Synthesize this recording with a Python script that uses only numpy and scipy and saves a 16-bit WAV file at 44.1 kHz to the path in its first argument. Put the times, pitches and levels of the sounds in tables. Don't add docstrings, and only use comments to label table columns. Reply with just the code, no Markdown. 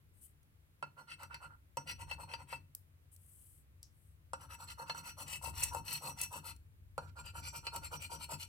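import sys
import numpy as np
from scipy import signal
from scipy.fft import rfft, irfft
from scipy.io import wavfile

SR = 44100
rng = np.random.default_rng(int(sys.argv[2]) if len(sys.argv) > 2 else 0)


def log_audio(samples):
    frames = np.atleast_2d(samples).T
    limited = np.clip(frames, -1, 1)
    pcm = np.round(limited * 32767).astype(np.int16)
    wavfile.write(sys.argv[1], SR, pcm)


N = 373968


def from_db(db):
    return 10 ** (np.asarray(db) / 20)


def rms_one(x):
    return x / np.sqrt(np.mean(x ** 2) + 1e-20)


def seconds(count):
    return np.arange(count) / SR


def add(out, s, sound):
    at = round(s * SR)
    out[:, at:at + sound.shape[-1]] += sound[:, :max(0, N - at)]


def pan_gains(pan_db):
    return from_db(pan_db * np.array([[.5], [-.5]]))


def band(x, low_hz, high_hz, order=3):
    return signal.sosfilt(signal.butter(order, [low_hz, high_hz], "band", fs=SR, output="sos"), x)


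def resonate(x, hz, width_hz):
    return signal.lfilter(*signal.iirpeak(hz, hz / width_hz, fs=SR), x)


def damped_mode(x, hz, width_hz, skirt):
    return resonate(resonate(x, hz, width_hz), hz, skirt * width_hz)


def lift(x, hz, width_hz, db):
    return x + (from_db(db) - 1) * resonate(x, hz, width_hz)


def colour(x, hz, db):
    size = x.shape[-1]
    bin_hz = np.arange(size // 2 + 1) * SR / size
    bin_db = np.interp(np.log(bin_hz + 1), np.log(hz), db)
    cepstrum = irfft(np.log(from_db(bin_db)), size)
    cepstrum[1:size // 2] *= 2
    cepstrum[size // 2 + 1:] = 0
    return irfft(rfft(x) * np.exp(rfft(cepstrum)), size)


def stereo_noise(side_db):
    mid, side = rng.standard_normal((2, N))
    return mid + from_db(side_db) * side * [[1], [-1]]


def tail(t60, count):
    dying = rng.standard_normal((2, count)) * from_db(-60 * seconds(count) / t60)
    return rms_one(dying) / np.sqrt(count)


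def arch(t, start, end, crest, rise_power, fall_power):
    top = start + crest * (end - start)
    phase = np.interp(t, [start, top, end], [0, .5, 1])
    return np.abs(np.sin(np.pi * phase)) ** np.where(t < top, rise_power, fall_power)


# (frequency [Hz], relative density [dB per Hz])
AIR_COLOUR = [(15, -41), (25, -11), (92, 1), (117, -4), (190, -22), (384, -28), (531, -30), (796, -35),
              (1100, -34), (2280, -36), (5880, -46), (12500, -39), (16000, -42)]
AIR_DB = -81


def air(bass_trim_db=-13.0):
    opposed = band(rng.standard_normal(N), 870, 16000, order=1) * from_db(2.0) * [[1], [-1]]
    noise = stereo_noise(side_db=-3.5) + opposed
    hz, db = np.transpose(AIR_COLOUR)
    noise = colour(noise, hz, db + bass_trim_db * (hz < 200))
    return from_db(AIR_DB) * noise / np.std(band(noise.mean(axis=0), 300, 16000))


def room(x, wet_db=-12.0, t60=0.23):
    reflections = signal.fftconvolve(x, tail(t60, count=20000), axes=1)[:, :N]
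    return x + from_db(wet_db) * reflections


# (start [s], length [s], level [dB], brightness [dB])
BOUTS = [
    [(0.962, 0.088, -64.5, -1.5), (1.067, 0.093, -59.5, 5), (1.18, 0.1, -59.5, 3.5),
     (1.295, 0.092, -59, -8.5), (1.4, 0.096, -61.5, 3), (1.49, 0.077, -75, -21.5)],
    [(1.78, 0.057, -69, -5.5), (1.855, 0.092, -52.5, 4.5), (1.98, 0.079, -58, 6), (2.066, 0.1, -55.5, -1.5),
     (2.175, 0.098, -57.5, 1), (2.272, 0.1, -56.5, -5.0), (2.378, 0.072, -61, -0.5),
     (2.467, 0.12, -59.5, 4.5)],
    [(4.387, 0.099, -63.5, -0.5), (4.484, 0.091, -58, -2.5), (4.578, 0.098, -59.5, 2.5),
     (4.66, 0.093, -59.5, 4), (4.772, 0.088, -58, -3), (4.85, 0.094, -59.5, -6.5), (4.936, 0.097, -59, 8),
     (5.02, 0.12, -56, -0.5), (5.165, 0.1, -55.5, 2), (5.25, 0.15, -54, 4), (5.41, 0.12, -53, 2.5),
     (5.52, 0.21, -52, 3), (5.706, 0.12, -54, -4), (5.836, 0.18, -52, 5.5), (5.999, 0.15, -53, 3),
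     (6.155, 0.13, -54, 2), (6.3, 0.12, -55, 0.0), (6.425, 0.12, -55, -2.5)],
    [(6.995, 0.097, -69.5, -5.5), (7.06, 0.056, -71, -6.5), (7.152, 0.083, -60, 0), (7.228, 0.097, -60, 1),
     (7.335, 0.089, -56.5, 4.5), (7.41, 0.11, -55.0, 5.5), (7.522, 0.09, -56.5, 7),
     (7.624, 0.086, -57.5, -4.5), (7.718, 0.083, -52.5, 0.5), (7.812, 0.083, -56.0, 1),
     (7.905, 0.084, -54.5, 5), (7.988, 0.099, -56.5, 5), (8.093, 0.096, -55, 5.5), (8.178, 0.1, -56, -0.5),
     (8.283, 0.095, -52.5, 3.5), (8.375, 0.093, -58.5, 8)],
]


def strokes():
    return [(start, start + length, db, brightness_db, k % 2)
            for bout in BOUTS
            for k, (start, length, db, brightness_db) in enumerate(bout)]


# (time [s], place [0 by the holding hand at the left edge to 1 at the right])
COIN_PATH = [(.8, 0.035), (1.55, 0.033), (1.75, 1), (2.6, 1), (4.3, 0.28), (5.05, 0.24), (5.25, 1),
             (6.55, 0.73), (6.95, .05), (7.75, 0.51), (8.48, 1)]


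def across_card(s):
    return np.interp(s, *np.transpose(COIN_PATH))


# (left edge [dB], right edge [dB])
EDGE_PAN_DB = [-0.5, 2.5]


def balance(s):
    return pan_gains(np.interp(across_card(s), [0, 1], EDGE_PAN_DB))


# (start of the middle row [s], start of the bottom row [s])
ROW_CHANGES_S = [3.5, 6.8]
# (top [dB], middle [dB], bottom [dB])
ROW_HISS_DB = [-6, 0.6, -1.3]
# (thrum [dB], honk [dB], rasp [dB], hiss [dB])
ACROSS_DB = [1, -10.5, -0.5, 3.5]
# (thrum [dB], honk [dB], rasp [dB], hiss [dB])
BRIGHTNESS_SHARES = [-.52, -0.39, 0.57, 0.5]


def register_levels(s, db, brightness_db, contact_db):
    row_hiss_db = ROW_HISS_DB[np.searchsorted(ROW_CHANGES_S, s)]
    place_db = across_card(s) * np.array(ACROSS_DB) + [0, 0, 0, row_hiss_db]
    return db + np.array(contact_db) + place_db + brightness_db * np.array(BRIGHTNESS_SHARES)


# (push [dB], pull [dB])
SHUDDER_DB = [-53.5, -60]
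FIRM_STROKE_DB, SHUDDER_GROWTH = -52.5, 1.2
SHUDDER_REST_DB, SHUDDER_LAG_S = -75, .035
SHUDDER_KNOCK_DB, SHUDDER_FADE_S = -15, 0.097


def shudder_drive(count=12000):
    power = np.full((1, N), from_db(SHUDDER_REST_DB) ** 2)
    for start, end, db, _, way in strokes():
        t = start + seconds(round((end - start) * SR))
        swell = arch(t, start, end, crest=0.24, rise_power=.8, fall_power=0.73)
        shudder_db = SHUDDER_DB[way] + SHUDDER_GROWTH * (db - FIRM_STROKE_DB)
        add(power, start + SHUDDER_LAG_S, (from_db(shudder_db) * swell[None]) ** 2)
    t = seconds(count)
    jolt = np.exp(-t / SHUDDER_FADE_S) * np.minimum(t / .008, 1)
    for s, db, brightness_db, _ in KNOCKS:
        thrum_db = register_levels(s, db, brightness_db, KNOCK_DB)[0]
        add(power, s, (from_db(thrum_db + SHUDDER_KNOCK_DB) * jolt[None]) ** 2)
    return np.sqrt(power[0])


# (time [s], level [dB])
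SWAY = [(0.0, -67), (0.35, -66), (1.0, -72.5), (1.28, -61), (1.7, -70.5), (2.06, -52.5), (2.25, -60),
        (2.9, -66.5), (4.2, -63), (5.3, -60), (5.52, -52), (5.8, -50.5), (5.92, -61.5), (6.8, -60),
        (7.38, -53.5), (7.6, -59.5), (7.82, -54), (8.48, -59.5)]
# (frequency [Hz], width [Hz], relative level [dB])
SWAY_MODES = [(49.4, 14, -3), (68, 8.6, 5.5), (88.56, 9, 6)]
# (frequency [Hz], width [Hz], relative level [dB])
SHUDDER_MODES = [(146.2, 20.5, -1.5), (195, 29.3, -9), (266, 43, -11.5)]


def rumble(sway_trim_db=1.0, pan_db=3.0):
    out = np.zeros((2, N))
    sway = from_db(np.interp(seconds(N), *np.transpose(SWAY)) + sway_trim_db)
    for modes, drive in ((SWAY_MODES, sway), (SHUDDER_MODES, shudder_drive())):
        push = stereo_noise(side_db=-11.5)
        moving = sum(from_db(db) * rms_one(damped_mode(push, hz, width_hz, skirt=3))
                     for hz, width_hz, db in modes)
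        out += drive * rms_one(moving)
    return out * pan_gains(pan_db)


def grip(count, rate_hz, depth_db):
    steps = seconds(count) * rate_hz
    points = int(steps[-1]) + 2
    wander = np.interp(steps, np.arange(points), rng.standard_normal(points))
    return rms_one(from_db(depth_db * wander))


# (start [s], length [s], level at the crest, before grip and pan [dB])
SLIDES = [(0.13, 0.2, -70.5), (0.21, 0.065, -60), (3.113, 0.047, -62), (3.147, 0.49, -64.5),
          (3.903, 0.26, -77)]
# (frequency [Hz], relative density [dB per Hz])
SLIDE_COLOUR = [(1760, -36), (3000, -9), (3680, -24.5), (5800, -22), (7150, -14.5), (7890, -4.5),
                (8640, -2), (12400, -5), (16000, -19)]
SLIDE_CREST, SLIDE_FLANK_POWER = 0.55, 0.69


def sliding(pan_db=6.0):
    t = seconds(N)
    gain = np.zeros(N)
    for start, length, db in SLIDES:
        swell = arch(t, start, start + length, SLIDE_CREST, SLIDE_FLANK_POWER, SLIDE_FLANK_POWER)
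        gain += from_db(db) * swell
    whisper = colour(stereo_noise(side_db=-1.0), *np.transpose(SLIDE_COLOUR))
    whisper = rms_one(band(whisper, 4500, 17000, order=2))
    return gain * whisper * grip(N, rate_hz=260, depth_db=1.5) * pan_gains(pan_db)


# (time [s], level at the peak, before pan [dB], centre [Hz], width [Hz], swell [s], fade [s])
SNAGS = [(.431, -68, 10000, 5000, .0005, .003), (2.7505, -32, 12000, 5000, 0.0004, 0.0012),
         (3.163, -55.5, 10000, 6000, 0.00041, 0.0032), (3.8302, -43.5, 7600, 7000, 0.00042, 0.00079),
         (3.834, -61.5, 5500, 890, 0.0026, 0.024), (5.6371, -24.5, 8340, 900, 0.0036, 0.0028),
         (5.641, -38.5, 10500, 4000, .008, .009), (6.2145, -29, 9700, 4800, 0.00077, 0.0047),
         (6.236, -36, 10000, 5000, 0.0034, 0.0068), (6.564, -56, 9000, 6060, .0005, 0.0019),
         (8.243, -43, 10000, 6000, .0005, 0.0025)]


def snags(pan_db=1.5):
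    out = np.zeros((2, N))
    rub = band(stereo_noise(side_db=-3.0), 3500, 17000, order=2)
    for s, db, hz, width_hz, swell_s, fade_s in SNAGS:
        t = seconds(N) - s
        envelope = np.exp(np.maximum(np.minimum(t / swell_s, -t / fade_s), -20))
        out += from_db(db) * envelope * rms_one(resonate(rub, hz, width_hz))
    return out * pan_gains(pan_db)


# (frequency [Hz], width [Hz], prominence on the top, middle and bottom row [dB, dB, dB], left-right [dB])
RESONANCES = [(477, 37, 11.5, 10.5, 6, -2.5), (559.3, 54, 16, 15, 10, 8.5), (760, 40, 3.5, 3, -3.5, 0.5),
              (930.2, 30, 31, 28.5, 19, -1.5), (1050, 70.0, -0.5, 1.5, -15, 6), (1331, 92, 4, 9, 5.5, 1.5),
              (1406.5, 50, 16.5, 9.5, 15, -7.5), (1874, 720, 9.5, 4, 0.5, 0),
              (2020, 120, 11.5, 6.5, 2, -7.5), (2390, 46, 6.5, 4.5, 20.5, -5),
              (2646, 28.2, 26, 22.5, 14.5, 7), (2941, 58, 14.5, 14.5, 19, 2.5), (3220, 47, 9.5, 2.5, 4, 2),
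              (4232, 38, 11.5, 8, 4, -18), (4284, 18, 16.5, 17, 21.5, 2), (4520, 21, 0, 10.5, 10, -1.5),
              (4690, 12, 6, -1, -4, -4), (4740, 30.0, 17, 9, 17, -0.5), (5500, 12, 9, 5, 10, 11.5),
              (5817, 12, 23.5, 23.5, 23.5, -6), (6400, 31, 4, -7, 1, 1), (6770, 26, 15.5, 4, 14, -2),
              (7520, 35, 15, 16, 24, -2), (7730, 40, 8.5, 10.5, 2, 0.5), (8180, 86, -6, 7.5, -5, -3),
              (8340, 52, 22, -1, 11, -2), (9930, 76, 3, 1, -4, 8.5), (12800, 62, 4.5, -8, -15, 1)]
# (frequency [Hz], level [dB], left-right [dB])
BROAD_COLOUR = [(292, -0.5, -1.5), (400.0, -9.5, 7.5), (505, -5.5, -4.5), (1040, 0, -1), (1680, -4, 2),
                (2930, -5.5, 1.5), (3630, -4.5, 3), (5300, -4.5, 3.5), (7070, -18, 3), (8040, -8, 8.5),
                (9950, -9.5, 6.5), (13270, -10.5, 3), (16200, -31.5, 26)]
FINGER_DAMPING_HZ = 3.5


def desk_response(s, strength_spread_db=1.5, scatter_t60=0.03, turn_hz=1560, turn_width_hz=520, count=4096):
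    row = np.searchsorted(ROW_CHANGES_S, s)
    scattered = signal.unit_impulse(count) + band(tail(scatter_t60, count), 2500, 20000, order=1)
    contact_db = strength_spread_db * rng.standard_normal(len(RESONANCES))
    hz, level_db, pan_db = np.transpose(BROAD_COLOUR)
    ports = []
    for x, side in zip(scattered, (.5, -.5)):
        x = colour(x, hz, level_db + side * pan_db)
        for (mode_hz, width_hz, *prominence_db, mode_pan_db), luck_db in zip(RESONANCES, contact_db):
            sensitivity = min(mode_hz / 2500, 1)
            mode_db = prominence_db[row] + side * mode_pan_db + sensitivity * luck_db
            x = lift(x, mode_hz, width_hz + FINGER_DAMPING_HZ, mode_db)
        ports.append(x)
    ports[0] = ports[0] - 2 * resonate(ports[0], turn_hz, turn_width_hz)
    return np.array(ports)


REGISTER_EDGES_HZ = [330, 1150, 1700, 6500, 16500]


def registers(response):
    edges = zip(REGISTER_EDGES_HZ, REGISTER_EDGES_HZ[1:])
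    parts = [band(response, low, high, order=4) for low, high in edges]
    return [part / np.linalg.norm(part.mean(axis=0)) for part in parts]


# (time [s], level [dB], brightness [dB], treble crack against the level [dB])
KNOCKS = [(0.8262, -48.5, -5.5, -8.5), (1.233, -62, 4, 7.5), (1.344, -58.5, 14, -3), (1.7706, -45, -8, 2),
          (2.113, -48, 7.5, -14), (2.337, -46, 4.5, -18), (2.527, -47, -2, -16), (4.3333, -49.5, -8, -1),
          (4.897, -44, 6.5, -26), (4.947, -58, -11.5, -7), (5.748, -50, -10.5, 1), (6.9793, -49, -13, -1),
          (7.668, -47.5, 11, -15), (7.762, -55, 5.5, 2.5)]
# (thrum [dB], honk [dB], rasp [dB], hiss [dB])
KNOCK_DB = [0.5, 0, -3.5, -1]
THUD_DB = -10.5


def knocks(blow_db=30.0, crunch_db=2.0, crunch_t60=0.061, crack_t60=0.0026,
           thud_hz=550, thud_width_hz=110, count=2048):
    out = np.zeros((2, N))
    click = signal.unit_impulse(count)
    thud = damped_mode(click, thud_hz, thud_width_hz, skirt=6)
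    thud = np.array([thud, thud]) / np.linalg.norm(thud)
    decays = (crunch_t60, crunch_t60, crunch_t60, crack_t60)
    for s, level_db, brightness_db, crack_db in KNOCKS:
        levels_db = register_levels(s, level_db, brightness_db, KNOCK_DB) + [0, 0, 0, crack_db]
        add(out, s, from_db(levels_db[0] + blow_db + THUD_DB) * thud)
        for db, voice, t60 in zip(levels_db, registers(desk_response(s)), decays):
            force = click + from_db(crunch_db) * tail(t60, count)[0]
            ringing = signal.fftconvolve([force], voice, axes=1)
            ringing = ringing / np.linalg.norm(ringing.mean(axis=0))
            add(out, s, from_db(db + blow_db) * balance(s) * ringing)
    return out


def crumbs(count, per_s=3500, spread_db=4.0, smooth_db=-4.0):
    sizes = from_db(spread_db * np.minimum(rng.exponential(1, count), 4))
    kicks = sizes * rng.choice([-1, 1], count) * (rng.random(count) < per_s / SR)
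    smooth_rub = from_db(smooth_db) * rng.standard_normal(count)
    return rms_one(rms_one(kicks) + smooth_rub)


# (thrum [dB], honk [dB], rasp [dB], hiss [dB])
PUSH_DB = [6, 4.6, -2, 0.07]
# (thrum [dB], honk [dB], rasp [dB], hiss [dB])
PULL_DB = [-3, 0, 4, 0.5]
BITE_POWER = [0.61, 0.48]
SPEED_RISE_POWER = [1.43, 1.62]
PRESSURE_CREST, SPEED_CREST = [0.4, 0.49], [0.44, .54]


def scratching():
    out = np.zeros((2, N))
    for start, end, db, brightness_db, way in strokes():
        count = round((end - start) * SR)
        t = start + seconds(count)
        pressure = arch(t, start, end, PRESSURE_CREST[way], BITE_POWER[way], fall_power=1.9)
        speed = arch(t, start, end, SPEED_CREST[way], SPEED_RISE_POWER[way], fall_power=2.38)
        drives = (pressure, pressure, speed, speed)
        chatter = grip(count, rate_hz=420, depth_db=1.5)
        gains = from_db(register_levels(start, db, brightness_db, (PUSH_DB, PULL_DB)[way]))
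        for voice, drive, gain in zip(registers(desk_response(start)), drives, gains):
            rocking = grip(count, rate_hz=120.4, depth_db=2.53)
            force = drive * chatter * rocking * crumbs(count)
            scrape = signal.fftconvolve([force], voice, axes=1)
            add(out, start, gain * balance(start) * scrape)
    return out


def scene():
    contacts = sliding() + snags() + knocks() + scratching()
    return air() + rumble() + room(contacts)


CUTOFF_HZ = 16300


def record(dry):
    return signal.sosfilt(signal.ellip(10, .2, 80, CUTOFF_HZ, fs=SR, output="sos"), dry)


dry = scene()
out = record(dry)
log_audio(out)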